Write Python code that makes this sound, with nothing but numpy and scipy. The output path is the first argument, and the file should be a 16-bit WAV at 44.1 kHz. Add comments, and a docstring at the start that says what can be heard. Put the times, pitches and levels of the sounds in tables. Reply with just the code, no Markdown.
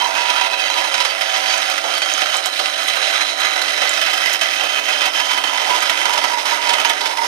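"""A hand-held gouge travels along a not yet round wooden blank spinning on a lathe in a small workshop. Eight
ridges a turn tick on the edge, some catch hard, fibres tear in between; blank, gouge and rest ring. Chips hiss,
snap and ping on metal; the loudest catches give faint low thumps. Spindle and motor hum, the drive whines. A
sideways microphone pair faces the work with its right port."""
import sys
import numpy as np
from scipy import signal
from scipy.fft import rfft, irfft, next_fast_len
from scipy.io import wavfile
from scipy.ndimage import uniform_filter1d

SR = 44100
rng = np.random.default_rng(int(sys.argv[2]) if len(sys.argv) > 2 else 0)


def store_wav(level_fs):
    """Save 16-bit WAV to argv[1]."""
    pcm = np.round(np.clip(np.atleast_2d(level_fs), -1, 1) * 32767)
    wavfile.write(sys.argv[1], SR, pcm.T.astype(np.int16))


N = 320852

# hard catches of the edge: (time [s], bite [dB], wood thud [dB], chip snap [dB])
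CATCHES = [(0.161, -18, -27, -35), (0.302, -6, -20, -33), (0.36, -5.5, -28, -28), (0.411, -6, -17, -27),
           (0.461, -9.5, -19, -38), (0.5102, -18, -13, -36), (0.6, -23, -35, -33), (0.6604, -9, -35, -33),
           (0.7, -15, -32, -30), (0.78, -12, -26, -33), (0.941, -1, -15, -36), (1.002, -2, -15, -34),
           (1.049, -0.5, -9, -21), (1.209, -6, -40, -10), (1.3613, -7, -19, -29), (1.498, -14, -37, -24),
           (1.54, -12, -22, -28), (1.699, -9, -10, -8), (1.7783, -6.5, -28, -17), (1.84, -10, -2, -33),
           (1.978, -7, -16, -11), (2.0187, -2.5, -25, -29), (2.059, -11, -38, -34), (2.0986, -16, -39, -34),
           (2.1776, -9, -28, -30), (2.218, -4.5, -13, -32), (2.342, -4.5, -5, -19), (2.458, -25, -11, -4.5),
           (2.592, -4.5, -3, -18), (2.6498, -11, -30, -32), (2.833, -13, -35, -12), (2.8802, -4, -21, -7),
           (2.9566, -14, -9, -9), (3.05, -10, -30, -28), (3.098, -9, -22, -28), (3.137, -7, -19, -30),
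           (3.208, -2, -25, -32), (3.2864, -14, -32, -28), (3.4007, -5, -17, -11), (3.4483, -4.5, -17, -15),
           (3.5605, -7, -7, -19), (3.6162, -7, -24, -13), (3.777, -4, -31, -35), (3.8167, -4, -4, -39),
           (3.932, -6, -44, -28.5), (3.973, -8.5, -59, -24), (4.014, -3, -36, -11), (4.062, -3.5, -13, -29),
           (4.097, -7, -35, -26), (4.133, -3.5, -32, -11), (4.1724, -8, -40, -18), (4.258, -4.5, -12, -9),
           (4.2953, -6, -21, -17), (4.333, -17, -14, -1), (4.412, 0, -41, -14), (4.595, -18, -8, -29),
           (4.6356, -11, -9, -11), (4.7431, -22, -42, -31), (4.886, -9, -25, -30), (5.0076, -4, -14, -31),
           (5.056, -8, -6, -9), (5.147, -10, -33, -27), (5.199, -3, -33, -31), (5.3086, -4, -32, -14),
           (5.332, -6, -27, -31), (5.379, -7, -20, -33), (5.438, -3, -26, -29), (5.618, -7, -12, -36),
           (5.655, -19, -28, -40), (5.6987, -9, -5, -31), (5.8223, -4, -27, -7), (5.896, -0.5, -33, -10),
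           (5.969, -17, -26, -33), (6.055, -4.5, -6, -27), (6.135, -9, -15, -9), (6.177, -0.5, -15, -23),
           (6.24, -1, -11, -30), (6.4553, -4.5, -13, -11), (6.6915, 0.5, -13, -19), (6.737, 0, -27, -28),
           (6.783, -4.5, -24, -20), (6.799, -3.5, -26, -14), (6.848, 2, -16, -15), (6.896, 1.5, -17, -6),
           (7.007, -6, -17, -33), (7.057, -3, -27, -31), (7.171, -7, -24, -32), (7.217, -10, -19, -33),
           (7.257, -17, -24, -33)]
# ring levels as the gouge travels: (time [s], blank [dB], gouge [dB], shank [dB], tip whistle [dB])
TRAVEL = [(0.0, -23.5, -26.5, -26, -39), (0.1, -28.5, -43, -38, -44), (0.36, -29, -31, -32, -36),
          (0.45, -26.5, -41, -32, -43), (0.61, -40, -28, -31, -30.5), (0.75, -28.5, -33, -29.5, -31),
          (0.83, -30, -31, -31, -46), (1.05, -31, -32, -31, -34), (1.13, -36, -31, -38, -39),
          (1.6, -36, -29, -31, -31.5), (1.76, -45, -33, -37, -43), (1.98, -44, -28, -32, -31),
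          (2.78, -47, -31.5, -28.5, -43), (3.54, -38.5, -32, -27, -45), (3.95, -46, -28.5, -30.5, -34.5),
          (4.52, -42.5, -28.5, -35.5, -40), (5.37, -30, -26.5, -36, -41), (5.65, -28.5, -30.5, -38, -45),
          (5.69, -21, -25.5, -47, -40), (5.81, -32.5, -32, -32, -34), (6.1, -26, -31.5, -40, -46),
          (6.24, -28.5, -31, -40, -35), (6.34, -26, -38, -32, -42), (6.89, -28, -28, -39, -37),
          (6.97, -42, -33, -37, -45), (7.01, -29, -32, -29, -36), (7.21, -27, -43, -44, -45),
          (7.28, -29, -40, -40, -36)]


def cutting():
    """Tearing, ticks and catches excite wood and steel; rows: radiated to the right, to the left."""
    # edge pressure, as tearing: (time [s], level [dB])
    pressure = [(0.0, -24.5), (0.16, -22), (0.55, -25), (0.81, -23), (1.13, -24.5), (1.5, -20.5),
                (1.82, -24), (2.21, -22), (2.47, -22.5), (2.61, -27), (3.04, -21.5), (3.22, -21.5),
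                (4.09, -22), (4.48, -23), (5.17, -22), (5.35, -24), (5.57, -23.5), (5.75, -21.5),
                (6.06, -22), (6.24, -22.5), (6.48, -22), (6.67, -21.5), (6.89, -22.5), (7.03, -25.5),
                (7.28, -24)]
    lift_db = lifts()
    tear_db = in_time(pressure)[0] + lift_db
    ticks = ridges(lift_db)
    noise = rng.standard_normal((4, 2, N))
    force = amp(tear_db + 0.5) * fibres(per_s=7000, uneven_db=4) + (ticks + catches()) * noise[0]
    power = force[0] ** 2
    strength = np.sqrt(uniform_filter1d(power, 12))
    grain = noise[1] * strength / np.sqrt(uniform_filter1d(power, SR // 4))  # texture without level
    rings = blank(grain, tear_db, noise[2]) + steel(grain, tear_db) + lathe_body(strength * noise[2])
    return scrape(force) + rings + chips(tear_db, ticks, noise[3]) + pings()


def fibres(per_s, uneven_db):
    """Fibres tear at random, in uneven sizes and clumps; two rows, rms 1."""
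    sizes = amp(uneven_db * np.minimum(rng.exponential(1, N), 3.2)) * rng.choice([-1, 1], (2, N))
    tears = rng.random(N) < per_s / SR
    return rms_one(sizes * tears * amp(1.2 * drift(41)))


def ridges(lift_db):
    """Envelope, one tick per ridge; the blank's four old corners stand prouder than the flats."""
    # ridge height under the edge, as ticks: (time [s], level [dB])
    height = [(0, -33.5), (1.1, -33.5), (2.1, -32), (2.6, -29.5), (3.9, -35), (4.6, -39), (5.8, -31.5),
              (7.28, -36.5)]
    ridges_per_s, first_s = 200.19, 0.0009
    k = np.arange(int(N / SR * ridges_per_s))
    scatter_db = 3.6 * np.clip(rng.standard_normal(len(k)), -3, 1.5)
    proud_db = 3.4 * (k % 2 == 0) + 7.2 * (k % 8 == 4) + scatter_db
    ticks = bursts(first_s + k / ridges_per_s, proud_db + 6, t60_s=0.011)
    return amp(in_time(height)[0] + lift_db) * ticks


def catches():
    """Envelope of the edge catching: a sharp bite, then chatter."""
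    s, bite_db, _, _ = np.transpose(CATCHES)
    return bursts(s, bite_db - 23, t60_s=0.0036) + bursts(s, bite_db - 13, t60_s=0.077)


def lifts():
    """The edge lets up briefly; dips in dB."""
    # (time [s], dip [dB])
    dips = [(0.127, -3.5), (0.497, -5), (0.557, -3.5), (1.181, -2.5), (1.815, -2.5), (2.004, -4),
            (2.42, -5.5), (2.5, -5.5), (3.256, -3), (3.35, -6), (4.386, -4.5), (4.82, -3), (5.109, -6),
            (5.42, -5.5), (5.944, -3.5), (6.363, -4), (6.441, -4), (6.605, -3.5), (7.156, -4.5),
            (7.204, -3.5)]
    half_width_s = 0.021
    t = np.arange(N) / SR
    return sum(db * np.exp(-((t - s) / half_width_s) ** 2) for s, db in dips)


def scrape(force):
    """Broad noise of the cut in five bands, each with its own swell and rasp."""
    # tearing spectrum: (frequency [Hz], level [dB])
    spectrum = [(150, -52.5), (300, -15), (480, -17.5), (700, -15), (1050, -6), (1400, -1.5), (2500, 2.5),
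                (3500, 1), (4300, -5), (5500, -5.5), (6600, -33.5), (7200, -14), (11000, -28.5),
                (16000, -65)]
    # trends of bands 2 and 4: (time [s], low [dB], middle [dB])
    colour = [(0.0, -28, -27), (0.34, -30, -26), (3.08, -31, -27), (3.16, -25, -23), (3.34, -35, -30),
              (3.44, -28, -27), (4.72, -32, -24), (6.26, -29, -26), (6.32, -33, -30), (6.77, -27, -24),
              (7.28, -32, -32)]
    edges_hz, swell_db = (990, 1630, 2480, 4100), 1.5
    tearing = coloured(force, spectrum)
    below = [0] + [band(tearing, "low", hz) for hz in edges_hz] + [tearing]
    low_db, middle_db = (db - db.mean() for db in in_time(colour))
    trends_db = 0, low_db, 0, middle_db, 0
    return amp(8) * sum((upper - lower) * amp(db + swell_db * (drift(7.7) + drift(35)))
                        for lower, upper, db in zip(below, below[1:], trends_db))


def blank(grain, tear_db, noise):
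    """The wood thuds under the cut, rings broadly and sings on a narrow gliding resonance."""
    # (frequency [Hz], width [Hz], level [dB])
    modes = [(940, 80, -4)]
    # (time [s], frequency [Hz])
    pitch = [(0, 955), (.45, 975), (1.7, 985), (4.9, 980), (6.0, 980), (6.3, 955), (7.28, 925)]
    level_db = in_time(TRAVEL)[0]
    s, _, thud_db, _ = np.transpose(CATCHES)
    thuds = (amp(tear_db - 7) + bursts(s, thud_db - 10, t60_s=0.29)) * noise
    ring = resonate(amp(level_db + 6) * grain, modes)
    singing = sing(amp(level_db + 2.5) * grain, in_time(pitch)[0], width_hz=15)
    return amp(7.5) * band(thuds, "band", [520, 1050]) + ring + singing


def steel(grain, tear_db):
    """Gouge and tool rest ring, swelling and fading with the travel; the overhanging tip whistles."""
    # resonances: (frequency [Hz], width [Hz], level [dB])
    rest = [(1995, 135, 8)]
    tang = [(2563, 77, 3)]
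    edge = [(5064, 180, 3.3)]
    shank = [(4045, 55, 3), (3885, 100, 3)]
    tip = [(1710, 150, 8), (6478, 160, 5)]
    # (time [s], rest [dB], tang [dB], edge [dB])
    levels = [(0, -32.5, -31, -39), (.5, -35.5, -24, -40), (1.0, -32.5, -32, -33.5), (1.7, -33.5, -39, -36),
              (2.4, -36.5, -54, -34.5), (3.3, -32.5, -50, -38), (3.9, -28.5, -29.5, -32),
              (4.4, -28.5, -29, -30), (4.7, -35, -26, -39), (5.1, -32.5, -30, -28.5),
              (5.5, -33.5, -32, -39.5), (5.9, -29.5, -44, -33), (6.4, -31.5, -50, -32),
              (6.8, -32, -26, -36), (7.28, -35, -57, -31)]
    # (time [s], frequency [Hz])
    whistle_pitch = [(0, 4570), (.5, 4585), (1.65, 4575), (1.9, 4515), (2.7, 4380), (3.1, 4300),
                     (3.6, 4370), (4.2, 4480), (4.9, 4560), (5.9, 4600), (7.28, 4510)]
    # two gliding gouge rings: (time [s], lower [Hz], upper [Hz])
    gouge_pitch = [(0, 3065, 3180), (1.7, 3060, 3200), (2.0, 3050, 3235), (3.2, 3060, 3240),
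                   (3.7, 3055, 3170), (6.2, 3065, 3165), (6.7, 3000, 3165), (7.28, 2990, 3165)]
    # upper ring re lower: (time [s], level [dB])
    balance = [(0, 6), (1.7, -10), (2.0, -3), (2.4, -10), (3.1, -3), (3.6, -6), (4.4, -3.5), (5.4, -1.5),
               (6.2, -2.5), (6.7, -5), (7.28, -9)]
    _, gouge_db, shank_db, whistle_db = in_time(TRAVEL)
    rest_db, tang_db, edge_db = in_time(levels)
    parts = [(rest_db, rest), (tang_db, tang), (edge_db, edge), (shank_db, shank), (tear_db - 14.5, tip)]
    rings = sum(resonate(amp(db - 1) * grain, modes) for db, modes in parts)
    tip_drive = amp(whistle_db + 3 + 0.6 * drift(8.3)) * grain
    whistle = sing(tip_drive, in_time(whistle_pitch)[0], width_hz=28)
    lower_hz, upper_hz = in_time(gouge_pitch)
    gouge_drive = amp(gouge_db + 4.5) * grain
    lower = sing(gouge_drive, lower_hz, width_hz=80)
    upper = sing(amp(in_time(balance)[0]) * gouge_drive, upper_hz, width_hz=34)
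    return rings + whistle + lower - upper


def lathe_body(drive):
    """The lathe body resonates with the cut."""
    # (frequency [Hz], width [Hz], level [dB])
    modes = [(752, 28, -14.5), (662, 18.7, -14), (616.5, 22.5, -16.5), (1335, 27, -16.5),
             (1220, 220, -10.5), (1445, 230, -6.5), (2320, 52, -19.5), (1266, 29, -18), (3270, 20, -20),
             (6040, 300, -15.5), (9570, 810, -19.5)]
    return amp(1) * resonate(drive, modes)


def chips(tear_db, ticks, noise):
    """Chips spray in a gusting hiss, pulse with the ridges and snap at catches."""
    # (time [s], level [dB])
    spray_level = [(0, -15), (.9, -14), (1.2, -2), (2.3, 3.5), (3.2, 3), (4.2, 2), (5.5, 0), (6.6, -4),
                   (7.28, 0)]
    gust_db, snap_rise_hz = 4, 150
    hiss = amp(tear_db - 8.5 + gust_db * drift(14)) * fibres(per_s=4700, uneven_db=0.5)
    spray = amp(in_time(spray_level)[0]) * (hiss + amp(-5) * ticks * noise)
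    s, _, _, snap_db = np.transpose(CATCHES)
    snaps = band(bursts(s, snap_db - 3.5, t60_s=0.062), "low", snap_rise_hz, order=1) * noise
    return band(band(spray + snaps, "high", 3900), "low", 4000, order=1)


def pings():
    """Hard chips hit metal; each rings a short high note and shatters in a spray."""
    # (time [s], level [dB], ring [Hz])
    hits = [(1.58, -21, 7950), (2.138, -12, 6360), (2.369, -16, 7700), (2.4593, -17, 7600),
            (2.8776, -23, 9100), (3.894, -11, 7350), (4.3314, -17, 6850), (5.8067, -20, 6670),
            (6.135, -21, 6940), (6.7347, -21, 7800), (6.8438, -32, 9670), (6.8937, -23, 7800)]
    rise_s, ring_t60_s, spray_t60_s = 0.00014, 0.0039, 0.033
    out, t = np.zeros(N), np.arange(SR // 50) / SR
    for s, db, hz in hits:
        tone = np.sin(2 * np.pi * hz * t) * np.minimum(t / rise_s, 1)
        spray = band(rng.standard_normal(len(t)), "band", [1.2 * hz, 1.24 * hz])
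        i = int(s * SR)
        out[i:i + len(t)] += amp(db + 15.5 - 60 * t / ring_t60_s) * tone
        out[i:i + len(t)] += amp(db - 6 - 60 * t / spray_t60_s) * spray
    return out


def thumps():
    """The loudest catches give a faint low thump, one short dull push each; rows: left, right."""
    # (time [s], level [dB])
    pushes = [(0.779, -58), (1.048, -54), (1.21, -63), (4.012, -55), (5.199, -44), (5.332, -59),
              (5.436, -60), (5.697, -46), (5.896, -50), (6.179, -43), (6.691, -52), (6.848, -46),
              (6.897, -47)]
    half_width_s, delay_s, left_db = 0.0012, 0.003, -27
    t = np.arange(N) / SR
    push = sum(amp(db + 11.5) * np.exp(-((t - s - delay_s) / half_width_s) ** 2) for s, db in pushes)
    return push * amp([[left_db], [0]])


def machine():
    """Wavering hum of spindle and motor, thin two-tone whine of the drive."""
    # spindle orders and motor tones: (frequency [Hz], start level [dB], end level [dB])
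    tones = [(276, -58, -51), (325, -54, -51), (348, -58, -57.5), (398, -69, -53), (430.4, -50, -43),
             (551, -40.5, -46.5), (596.5, -43, -39.5), (664, -37, -51), (764, -32, -43.5),
             (1377, -33.5, -66)]
    # (time [s], upper tone [dB], lower tone [dB])
    whine_levels = [(0, -46, -60), (3, -41, -49), (6.7, -66, -42), (7.28, -38, -58)]
    whine_hz = 9066.5, 8952.5
    t = np.arange(N) / SR
    hum = whine = 0
    for hz, start_db, end_db in tones:
        level_db = np.linspace(start_db, end_db, N) + 4.5 + 2.8 * drift(4.1)
        hum += amp(level_db) * np.sin(2 * np.pi * hz * t + drift(6.6))
    for hz, db in zip(whine_hz, in_time(whine_levels)):
        whine += amp(db + 3.5 + 2 * drift(26)) * np.sin(2 * np.pi * hz * t + 0.5 * drift(0.64))
    return hum + whine


def resonate(x, modes):
    """Parallel resonances with wavering levels and alternating signs."""
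    out = 0
    for k, (hz, width_hz, db) in enumerate(modes):
        r = np.exp(-np.pi * width_hz / SR)
        gain = (-1) ** k * amp(db + 1.2 * drift(7)) * np.sqrt((1 - r * r) / 2)
        out += signal.lfilter([1, 0, -1], [1, -2 * r * np.cos(2 * np.pi * hz / SR), r * r], gain * x)
    return out


def sing(x, hz, width_hz):
    """Gliding resonance; unit rms gain for white noise."""
    turn, r = np.exp(2j * np.pi * np.cumsum(hz) / SR), np.exp(-np.pi * width_hz / SR)
    return np.sqrt(2 * (1 - r * r)) * (signal.lfilter([1], [1, -r], x / turn) * turn).real


def bursts(times_s, db, t60_s):
    """Envelope: instant rise at each time, exponential decay."""
    clicks = np.full(N, 1e-9)
    np.add.at(clicks, np.minimum((times_s * SR).astype(int), N - 1), amp(db))
    return signal.lfilter([1], [1, -amp(-60 / (t60_s * SR))], clicks)


def drift(rate_hz):
    """Slow random wander, spread about 1, extremes rounded off."""
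    hop = 40
    r = np.exp(-2 * np.pi * rate_hz * hop / SR)
    slow = signal.lfilter([1], [1, -2 * r, r * r], rng.standard_normal(N // hop + 2002))[2000:]
    return np.interp(np.arange(N) / hop, np.arange(len(slow)), 1.8 * np.tanh(rms_one(slow) / 1.5))


def coloured(x, spectrum, size=4096):
    """Minimum-phase filter with the given spectrum."""
    cepstrum = irfft(at_hz(spectrum, size) * np.log(10) / 20, size)
    cepstrum[1:size // 2] *= 2
    cepstrum[size // 2 + 1:] = 0
    return signal.fftconvolve(x, irfft(np.exp(rfft(cepstrum)), size)[None], axes=1)[:, :N]


def band(x, kind, hz, order=2):
    return signal.sosfilt(signal.butter(order, hz, kind, fs=SR, output="sos"), x)


def in_time(rows):
    """One per-sample curve for each column after time."""
    s, *columns = np.transpose(rows)
    return [np.interp(np.arange(N) / SR, s, c) for c in columns]


def at_hz(points, size):
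    """Table interpolated over log frequency at the FFT bins."""
    hz, value = np.transpose(points)
    return np.interp(np.log(np.arange(size // 2 + 1) * SR / size + 1), np.log(hz + 1), value)


def amp(db):
    return 10 ** (np.asarray(db) / 20)


def rms_one(x):
    return x / np.sqrt(np.mean(x ** 2) + 1e-20)


def scene():
    """The shadowed left port hears the right sound, late, plus other surfaces; both get room echoes."""
    # left port re right: (frequency [Hz], gain [dB])
    left_gain = [(100, 24), (200, -3), (340, -2), (520, -9.5), (760, -10), (960, -17.5), (1300, -15.5),
                 (2000, -14.5), (2600, -12), (4200, -10.5), (6400, -11.5), (8400, -15), (11000, -5.5),
                 (15000, -8)]
    # (frequency [Hz], left phase lead [rad])
    left_phase = [(60, -1), (350, -1.33), (860, -1.9), (1400, -2.1), (1900, -3.6), (2500, -4.55),
                  (3500, -4.55), (5000, -5.2), (9000, -4.9), (12000, -5.8), (16000, -6)]
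    # (frequency [Hz], share of left power also heard on the right [0-1])
    coherence = [(170, .3), (350, .7), (700, .8), (1000, .55), (3000, .6), (5200, .55), (7000, .2),
                 (15000, .1)]
    room_db, room_t60_s = -11, 0.22
    size = next_fast_len(N + SR // 2)
    t = np.arange(SR // 2) / SR
    tails = rng.standard_normal((2, len(t))) * amp(-60 * t / room_t60_s) * (t > 0.003)
    echoes = rfft(tails / np.sqrt(np.sum(tails ** 2, axis=1, keepdims=True)), size) * amp(room_db)
    right, other = rfft(cutting(), size)
    steady, share = rfft(machine(), size), at_hz(coherence, size)
    left = np.sqrt(share) * right + np.sqrt(1 - share) * other + steady
    left *= amp(at_hz(left_gain, size)) * np.exp(1j * at_hz(left_phase, size))
    return irfft(np.array([left, right + steady]) * (1 + echoes), size)[:, :N]


def record(dry):
    """Peaks squashed, airborne bass cut, faint low thumps added at the loudest catches, top cut."""
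    ceiling, bass_cut_hz, top_cut_hz = 0.74, 217, 16100
    squashed = dry / (1 + np.abs(dry / ceiling) ** 8) ** (1 / 8)
    mix = band(squashed, "high", bass_cut_hz, order=6) + thumps()
    return np.clip(signal.sosfilt(signal.cheby2(16, 70, top_cut_hz, fs=SR, output="sos"), mix), -1, 1)


dry = scene()
out = record(dry)
store_wav(out)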